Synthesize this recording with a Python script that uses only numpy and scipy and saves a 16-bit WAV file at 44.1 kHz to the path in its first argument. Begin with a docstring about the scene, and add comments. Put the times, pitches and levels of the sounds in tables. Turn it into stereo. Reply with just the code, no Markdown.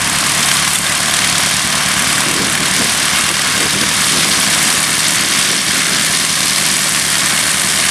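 """A small four-cylinder piston aircraft taxis slowly past over dry grass, its engine just above idle.
The exhaust thumps with one cylinder louder than the rest, the propeller drones, and every firing spits
hiss over the clatter of the engine and the rush of the blades, all in step with one crankshaft.
A few thin pings sound early on, and a panel tinkles in the propeller wash as the nose comes into view.
Gusts of air buffet the microphone."""
import sys
import numpy as np
from scipy import signal
from scipy.fft import rfft, irfft
from scipy.io import wavfile
from scipy.ndimage import uniform_filter1d

SR = 44100
rng = np.random.default_rng(int(sys.argv[2]) if len(sys.argv) > 2 else 0)


def unload_wav(signal):
    """Save mono or channel-first audio to the path in sys.argv[1] as 16-bit WAV at rate SR, clipped to [-1, 1]."""
    wavfile.write(
        sys.argv[1],
        SR,
        np.round(np.clip(np.atleast_2d(signal).T, -1, 1) * 32767).astype(np.int16),
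    )


N = 348390
TIME = np.arange(N) / SR
HZ = np.maximum(np.fft.rfftfreq(N, 1 / SR), 1)

# The bed of breeze on the microphone. Each row: time in seconds, level in dB.
BREEZE_LEVEL = [(0, -41), (1.1, -40.5), (2.4, -26.5), (3.0, -31.5), (4.2, -28.5), (6.2, -32.5),
                (7.05, -37.5), (7.9, -39)]
# Gusts. Each row: centre in seconds, peak in dB, half-length in seconds, tearing in dB against the gust.
WIND_GUSTS = [(2.294, -22.5, 0.041, -8), (2.414, -20, 0.06, -5), (2.618, -20, 0.019, -7),
              (2.811, -17, 0.022, -7), (2.855, -22.5, 0.012, 2), (3.31, -25, 0.011, 0),
              (3.617, -30, 0.042, 7.5), (3.753, -20.5, 0.032, -10), (3.828, -18, 0.011, -3),
              (4.157, -22.5, 0.022, 0), (4.3, -28, .02, 0), (5.24, -27, 0.03, -11),
              (5.512, -27.5, 0.025, 4), (5.755, -28, 0.024, 1), (5.94, -25, 0.027, -16),
              (6.443, -26, 0.013, -10)]
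# Tone of the wind. Each row: frequency in Hz, relative level in dB.
WIND_EQ = [(20, -16), (45, -16), (75, -14), (130, -5), (240, 0), (340, -3.5), (500, -14), (750, -15.5),
           (1200, -48), (3000, -46), (8000, -85)]
# Modes of a ringing panel. Each row: pitch in Hz, width in Hz, level in dB.
PANEL_MODES = [(4260, 190, -43), (4400, 190, -42)]
# Metallic pings. Each row: centre in seconds, pitch in Hz, peak in dB.
METAL_PINGS = [(.76, 3520, -15), (.868, 3620, -16), (1.085, 3600, -19), (1.298, 4600, -23)]
# Engine speed, two firings and two blade passes to a turn. Each row: time in seconds, firings per second.
FIRING_RATE = [(0.0, 35.757), (0.39, 36.422), (1.28, 37.297), (2.27, 37.716), (2.68, 37.526),
               (3.24, 38.399), (3.51, 38.102), (4.45, 39.743), (4.87, 39.567), (5.19, 39.078),
               (5.42, 39.45), (6.09, 39.399), (6.41, 38.858), (6.93, 38.514), (7.46, 38.56), (7.9, 39.546)]
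# Cylinders in firing order. Each row: thump accent in dB, spit accent in dB, lateness in firings.
FIRING_ORDER = [(0, 0.5, -0.14), (5.5, 1, -0.06), (-5.5, 1.5, -0.062), (-11, 1.5, -0.018)]
# The pass: the pipe mouth turns away and the propeller disc comes into view. Each row: time in seconds,
# thump fader in dB, boom fader in dB, swish strength, knock fader in dB, spit strength.
PASS_BY = [(0, -39, -31, 0.18, -24, 0.69), (2, -34.5, -35.5, 0.059, -24.5, 0.61),
           (3.9, -38.5, -36, 0.27, -26.5, 0.4), (4.1, -38, -37, 0.35, -25.5, 0.34),
           (4.6, -40, -33, 0.6, -24, .35), (4.75, -36.5, -49, 1.2, -24.5, 0.87),
           (5.6, -42, -41, 1.6, -28, 0.65), (6.4, -40, -39, 1.5, -26.5, 0.96),
           (7.9, -38.5, -34, 1.7, -26, 0.86)]
# Resonances of the blade swish. Each row: frequency in Hz, width in Hz, relative level in dB.
BLADE_MODES = [(346, 250, -1.5), (554, 155, -2), (1830, 360, 6), (2093, 240, 3)]
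# Propeller boom. Each row: multiple of the blade rate, relative level in dB.
BOOM_TONES = [(1, -20.5), (2, -10), (3, -12)]
# Broad tone of the engine and blade noise. Each row: frequency in Hz, relative level in dB.
ENGINE_EQ = [(200, -1), (470, -10), (700, -1.5), (860, -7), (1400, -6.5), (2500, -7), (4050, -3.5),
             (5500, -7), (7000, -8.5), (8000, -6), (9500, -6), (11000, -12), (12500, -19), (15000, -30.5)]
# Peaks and dips from the cowling and the ground bounce. Each row: centre in Hz, width in Hz, lift in dB.
COWL_EQ = [(1100, 277, 9), (1616, 210, 2), (2276, 250, 2), (2460, 320, -3), (3170, 110, 3.5),
           (3580, 520, 2), (4056, 105, -6.5), (4280, 200, 2.5), (4900, 200, 4), (5250, 160, 3),
           (5620, 210, 5), (6120, 220, 5), (6700, 170, 4)]
# Side level of the engine noise: nearly centred, with a little more side from 1.4 to 3.3 kHz. Each row:
# frequency in Hz, side against mid in dB.
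SIDE_EQ = [(200, -28), (700, -35), (1050, -33), (1400, -18), (2200, -19.5), (3300, -16.5), (4200, -26),
           (8000, -78), (12000, -97)]
# Faders for the engine noise. Each row: time in seconds, then clatter, rasp and hiss in dB before trim.
NOISE_FADERS = [(0.0, -18, -17.5, -17.6), (0.34, -17, -15, -16), (0.54, -16, -13.8, -13.5),
                (0.64, -17.6, -14.4, -17.5), (0.74, -18.6, -16.5, -13), (0.8, -21, -20, -16.6),
                (0.9, -17, -17, -17.5), (1.02, -18.5, -16.5, -17.1), (1.14, -16.5, -14.5, -16),
                (1.5, -17.5, -14.1, -16.5), (1.68, -20, -16.4, -17.8), (1.74, -17, -15.5, -17.5),
                (1.86, -17, -16.2, -18), (2.08, -16.5, -15.0, -15.8), (2.3, -17, -17, -17),
                (2.44, -19, -15.5, -19.5), (2.54, -16.9, -17.5, -15.5), (2.6, -18.3, -17.0, -19.5),
                (2.74, -17.5, -14.5, -15.5), (2.84, -18, -14.5, -15.5), (3.08, -16.3, -15, -17),
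                (3.2, -15, -15, -15.5), (3.32, -18.5, -16.5, -17.5), (3.46, -16.5, -14.5, -18.5),
                (3.66, -16.5, -15.5, -16), (3.7, -19, -15, -18), (3.92, -17, -15, -17),
                (4.08, -18.5, -13.5, -13.5), (4.18, -17, -12.5, -16.0), (4.36, -17, -13.5, -14.2),
                (4.46, -17.5, -14, -15.5), (4.62, -17, -13, -13), (4.92, -19, -16.5, -15.5),
                (5.06, -18, -12.5, -16), (5.14, -19.5, -15.1, -14.5), (5.2, -16, -13, -17),
                (5.26, -19, -15.5, -16.5), (5.4, -17, -12.5, -15), (5.64, -21, -15.6, -18.5),
                (5.76, -17, -14.3, -15.5), (5.9, -17.5, -15, -17.7), (6.06, -19, -14.5, -15),
                (6.32, -21, -14.5, -16.5), (6.42, -20, -14.5, -15.8), (6.72, -19, -14, -14.8),
                (6.78, -21, -16, -14.5), (6.98, -18.5, -15.3, -15), (7.04, -22, -16.5, -15.5),
                (7.16, -18, -14.4, -15), (7.38, -17, -15.7, -15), (7.58, -19.5, -16.4, -15.2),
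                (7.9, -17, -14.5, -14.5)]
# Bands of hiss. Each row: low edge in Hz, high edge in Hz, relative level in dB, spit strength.
HISS_BANDS = [(7050, 8700, -3.5, 4.7), (8860, 10700, -5.5, 14), (10430, 14500, -9, 3.4)]
# Fader for the exhaust's ring, chug and rumble. Each row: time in seconds, gain in dB.
EXHAUST_FADER = [(0, -31), (.45, -29.5), (.75, -34), (1.9, -31.5), (2.6, -33), (3.2, -36), (4.45, -30),
                 (5.3, -35), (5.8, -32), (6.3, -33.5), (6.75, -32.5), (7.9, -33.5)]
# Tone of the exhaust rumble. Each row: frequency in Hz, relative level in dB.
RUMBLE_EQ = [(20, -32), (45, -26), (75, -17), (130, 12), (185, -7), (280, -6), (420, -36), (700, -23),
             (2000, -71)]
# Resonances of the exhaust pipe. Each row: frequency in Hz, width in Hz, relative level in dB.
PIPE_MODES = [(154, 45, 4), (180, 14, 4), (300, 64, -7)]
# Exhaust tones; unequal cylinders give the quarter steps.
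# Each row: multiple of the firing rate, relative level in dB.
CHUG_TONES = [(2.25, -20), (3.5, -14), (3.75, -12), (4, -2), (4.249, -11), (4.499, -12.5), (4.75, -12),
              (5, -6), (5.251, -12.5), (5.5, -23), (5.75, -24), (6, -20), (6.25, -14), (6.5, -18.5),
              (6.75, -9), (7, -13.5), (7.75, -14.5), (8, -16), (8.25, -16.5), (8.5, -16)]


def from_db(db):
    """Decibels to gain."""
    return 10 ** (np.asarray(db) / 20)


def rms_one(x):
    """Scale to unit power."""
    return x / np.sqrt(np.mean(x ** 2) + 1e-20)


def automation(rows):
    """One curve, sample by sample, for each column after the time."""
    seconds, *columns = np.transpose(rows)
    return [np.interp(TIME, seconds, column) for column in columns]


def eq_curve(points):
    """Join EQ points into a gain at every frequency."""
    hz, db = np.transpose(points)
    return from_db(np.interp(np.log(HZ), np.log(hz), db))


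def shaped(x, gain):
    """Apply an EQ curve and scale to unit power."""
    return rms_one(irfft(rfft(x) * gain, N))


def drift(per_s):
    """A smooth random modulator of spread 1, moving about per_s times a second."""
    count = N // 16
    hz = np.fft.rfftfreq(count, N / count / SR)
    slow = irfft(rfft(rng.standard_normal(count)) / (1 + (hz / per_s) ** 2), count)
    return np.interp(TIME, np.linspace(0, TIME[-1], count), rms_one(slow))


def resonate(x, hz, width_hz):
    """A resonance with unity gain at its peak."""
    r = np.exp(-np.pi * width_hz / SR)
    feedback = [1, -2 * r * np.cos(2 * np.pi * hz / SR), r * r]
    return signal.lfilter(np.array([1, 0, -1]) * (1 - r * r) / 2, feedback, x)


def gusts(flutter_db, flutter_per_s, breeze_tear_db):
    """Envelopes of the wind and its tearing: a fluttering breeze under bell-shaped gusts."""
    breeze_db, = automation(BREEZE_LEVEL)
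    power = from_db(breeze_db + flutter_db * drift(flutter_per_s)) ** 2
    tear_power = power * from_db(breeze_tear_db) ** 2
    for centre_s, peak_db, half_s, tear_db in WIND_GUSTS:
        gust = from_db(peak_db) ** 2 * np.exp(-np.minimum(((TIME - centre_s) / half_s) ** 2, 20))
        power += gust
        tear_power += gust * from_db(tear_db) ** 2
    return np.sqrt(power), np.sqrt(tear_power)


def wind(lumpy_db):
    """Lumpy low noise, different at each microphone port; gusts tear into a brighter thud."""
    strength, tearing = gusts(flutter_db=2, flutter_per_s=24, breeze_tear_db=-13)
    eddies = rng.standard_normal((2, 2, N)) * from_db(lumpy_db * drift(40))
    thud = signal.sosfilt(signal.butter(2, [280, 540], "band", fs=SR, output="sos"), eddies[1])
    return strength * shaped(eddies[0], eq_curve(WIND_EQ)) + tearing * rms_one(thud)


def panel_ring(flicker_db, flicker_per_s):
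    """Sheet metal shaken by the propeller wash tinkles in short bursts, each mode on its own."""
    _, _, wash, _, _ = automation(PASS_BY)
    out = 0
    for hz, width, db in PANEL_MODES:
        bursts = from_db(flicker_db * np.minimum(drift(flicker_per_s), 1.2))
        shaking = np.sqrt(wash) * bursts * rng.standard_normal(N)
        out += from_db(db) * rms_one(resonate(resonate(shaking, hz, width), hz, width))
    return out


def pings(half_s):
    """Short, thin metallic pings that swell and fade."""
    out = 0
    for centre_s, hz, db in METAL_PINGS:
        swell = np.exp(-np.minimum(((TIME - centre_s) / half_s) ** 2, 30))
        out += from_db(db) * swell * np.sin(2 * np.pi * hz * TIME)
    return out


def blade_swish(power):
    """Air shed by the blades swells with a power envelope and sings in a few broad resonances."""
    air = np.sqrt(power) * rng.standard_normal(N)
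    return rms_one(sum(from_db(db) * resonate(resonate(air, hz, width), hz, width)
                       for hz, width, db in BLADE_MODES))


def propeller_boom(crank, lead_firings, waver_db, wobble_rad):
    """Low blade tones locked just ahead of the crank, each wavering in the churned air."""
    _, boom_db, *_ = automation(PASS_BY)
    out = 0
    for multiple, db in BOOM_TONES:
        phase = 2 * np.pi * multiple * (crank + lead_firings) + wobble_rad * drift(19)
        out += from_db(db + waver_db * drift(7.1)) * np.sqrt(2) * np.sin(phase)
    return from_db(boom_db) * out


def firings(crank, jitter_firings):
    """The cylinders fire in turn: the sample of each firing, with its thump and spit accents in dB."""
    number = np.arange(1, int(crank[-1]))
    thump_db, spit_db, late = np.array(FIRING_ORDER)[number % len(FIRING_ORDER)].T
    at = np.searchsorted(crank, number + late + jitter_firings * rng.standard_normal(len(number)))
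    return np.clip(at, 0, N - 1), thump_db, spit_db


def strikes(at, db, spread_db):
    """One click per firing; no two burn alike."""
    clicks = np.zeros(N)
    clicks[at] = from_db(db + spread_db * rng.standard_normal(len(at)))
    return clicks


def spits(at, spit_db, rise_s, fall_s, spread_db):
    """Power envelope of the gas bursts: a quick swell and a short tail at each firing."""
    t = np.arange(-SR // 50, SR // 50) / SR
    burst = np.where(t < 0, np.exp(-(t / rise_s) ** 2), np.exp(-np.abs(t / fall_s)))
    return signal.fftconvolve(strikes(at, spit_db, spread_db) ** 2, burst, "same")


def cowl_noise(power, low_hz, high_hz, grain_db):
    """Grainy stereo turbulence, coloured by the cowling, pulsing with a power envelope."""
    lift_db = sum(db * np.exp(-2 * ((HZ - hz) / width) ** 2) for hz, width, db in COWL_EQ)
    band = 1 / np.sqrt((1 + (low_hz / HZ) ** 16) * (1 + (HZ / high_hz) ** 16))
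    colour = eq_curve(ENGINE_EQ) * from_db(lift_db) * band
    power = np.maximum(power, 1e-6) * from_db(grain_db * np.minimum(drift(190), 2)) ** 2
    envelope = np.sqrt(power / uniform_filter1d(power, size=6900))  # keeps the pulse, evens the level
    mid, side = shaped(envelope * rng.standard_normal((2, N)), colour)
    side = irfft(rfft(side) * eq_curve(SIDE_EQ), N)
    return np.array([mid + side, mid - side])


def engine_noise(crank, at, spit_db, clatter_trim_db, rasp_trim_db, hiss_trim_db):
    """Knock, clatter, rasp and hiss, with a spit of gas on each firing and a blade swish in between."""
    clatter_db, rasp_db, hiss_db = automation(NOISE_FADERS)
    _, _, wash, knock_db, exposure = automation(PASS_BY)
    knock_db += 0.75 * (clatter_db - clatter_db.mean())  # the knock rides along with the clatter
    dull_spit = exposure * spits(at, spit_db, rise_s=0.0014, fall_s=0.0019, spread_db=1.5)
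    swish = wash * np.sin(np.pi * crank) ** 4
    churn = from_db(1.1 * drift(27))
    blades = blade_swish(swish + 0.24 * wash ** 2)
    knock = cowl_noise(1 + 0.4 * dull_spit, 185, 1390, grain_db=2.5)
    clatter = cowl_noise(churn + 1.4 * dull_spit + 0.5 * swish, 1413, 2800, grain_db=1.8)
    rasp = cowl_noise(churn + 2.5 * dull_spit + 0.99 * swish, 2080, 6800, grain_db=1.9)
    hiss = 0
    for low_hz, high_hz, db, strength in HISS_BANDS:  # bands vary apart, so each spit has its own colour
        sharp_spit = exposure * spits(at, spit_db, rise_s=0.00089, fall_s=0.0026, spread_db=1.9)
        power = churn + strength * sharp_spit + 1.25 * swish
        hiss += from_db(db) * cowl_noise(power, low_hz, high_hz, grain_db=2.5)
    return (from_db(-31) * blades + from_db(knock_db) * knock
            + from_db(clatter_db + clatter_trim_db) * clatter
            + from_db(rasp_db + rasp_trim_db) * rasp
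            + from_db(hiss_db + hiss_trim_db) * hiss)


def chug(crank, note_hz, note_width_hz, note_lift_db, waver_db, wobble_rad):
    """Exhaust tones sag once a cycle, about one firing before the loud thump."""
    rate, = automation(FIRING_RATE)
    sag_at_firings, quarter_lag_turns = 3.85, 0.62
    out = 0
    for multiple, db in CHUG_TONES:
        smear_turns = 0.125 * (multiple - 4.5) ** 2  # the pipe smears each beat, low tones last
        is_quarter_step = round(4 * multiple) % 4 > 0
        turns = multiple * (crank - sag_at_firings) + smear_turns - quarter_lag_turns * is_quarter_step
        # a tone swells as engine speed carries it through the pipe's note
        lift_db = note_lift_db * np.exp(-((multiple * rate - note_hz) / note_width_hz) ** 2)
        level = from_db(db + lift_db + waver_db * drift(1.8))
        out -= level * np.sqrt(2) * np.sin(2 * np.pi * turns + wobble_rad * drift(10))
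    return out


def exhaust(crank, at, thump_db, puff_s):
    """Each firing is a short suck-and-push of pressure; the pipe rings on over a chug and a rumble."""
    drone_db, = automation(EXHAUST_FADER)
    puff_db, *_ = automation(PASS_BY)
    clicks = strikes(at, thump_db, spread_db=2)
    t = np.arange(-SR // 50, SR // 50) / SR / puff_s
    puffs = signal.fftconvolve(clicks, t * np.exp(-t * t / 2), "same")
    low_cut = signal.butter(4, 58, "high", fs=SR, output="sos")  # a small pipe radiates no deep bass
    puffs = rms_one(signal.sosfilt(low_cut, puffs))
    ring = rms_one(sum(from_db(db) * resonate(clicks, hz, width) for hz, width, db in PIPE_MODES))
    rumble = shaped(rng.standard_normal((2, N)), eq_curve(RUMBLE_EQ))  # scattered back from all round
    tones = chug(crank, note_hz=189.8, note_width_hz=11, note_lift_db=4, waver_db=0.5, wobble_rad=0.1)
    drone = from_db(-13.5) * ring + tones + from_db(-9.5) * rumble
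    return from_db(puff_db) * puffs + from_db(drone_db) * drone


def scene():
    """The crankshaft drives exhaust, propeller and engine noise; pings, panel and wind lie on top."""
    rate, = automation(FIRING_RATE)
    crank = np.cumsum(rate) / SR + 0.32  # position counted in firings
    at, thump_db, spit_db = firings(crank, jitter_firings=0.02)
    aircraft = exhaust(crank, at, thump_db, puff_s=0.0013)
    aircraft += propeller_boom(crank, lead_firings=0.16, waver_db=2.5, wobble_rad=0.1)
    aircraft += engine_noise(crank, at, spit_db, clatter_trim_db=-2, rasp_trim_db=-3, hiss_trim_db=-2.07)
    aircraft += pings(half_s=0.0066) + panel_ring(flicker_db=11, flicker_per_s=20)
    return aircraft + wind(lumpy_db=0.5)


def record(dry):
    """Round off the rare highest peaks, then cut the deep bass and the very top."""
    ceiling, low_cut_hz, high_cut_hz = 0.82, 22, 15300
    rounded = dry / (1 + (dry / ceiling) ** 8) ** (1 / 8)
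    x = signal.sosfilt(signal.butter(2, low_cut_hz, "high", fs=SR, output="sos"), rounded)
    return signal.sosfilt(signal.ellip(12, 0.1, 90, high_cut_hz, fs=SR, output="sos"), x)


dry = scene()
out = record(dry)
unload_wav(out)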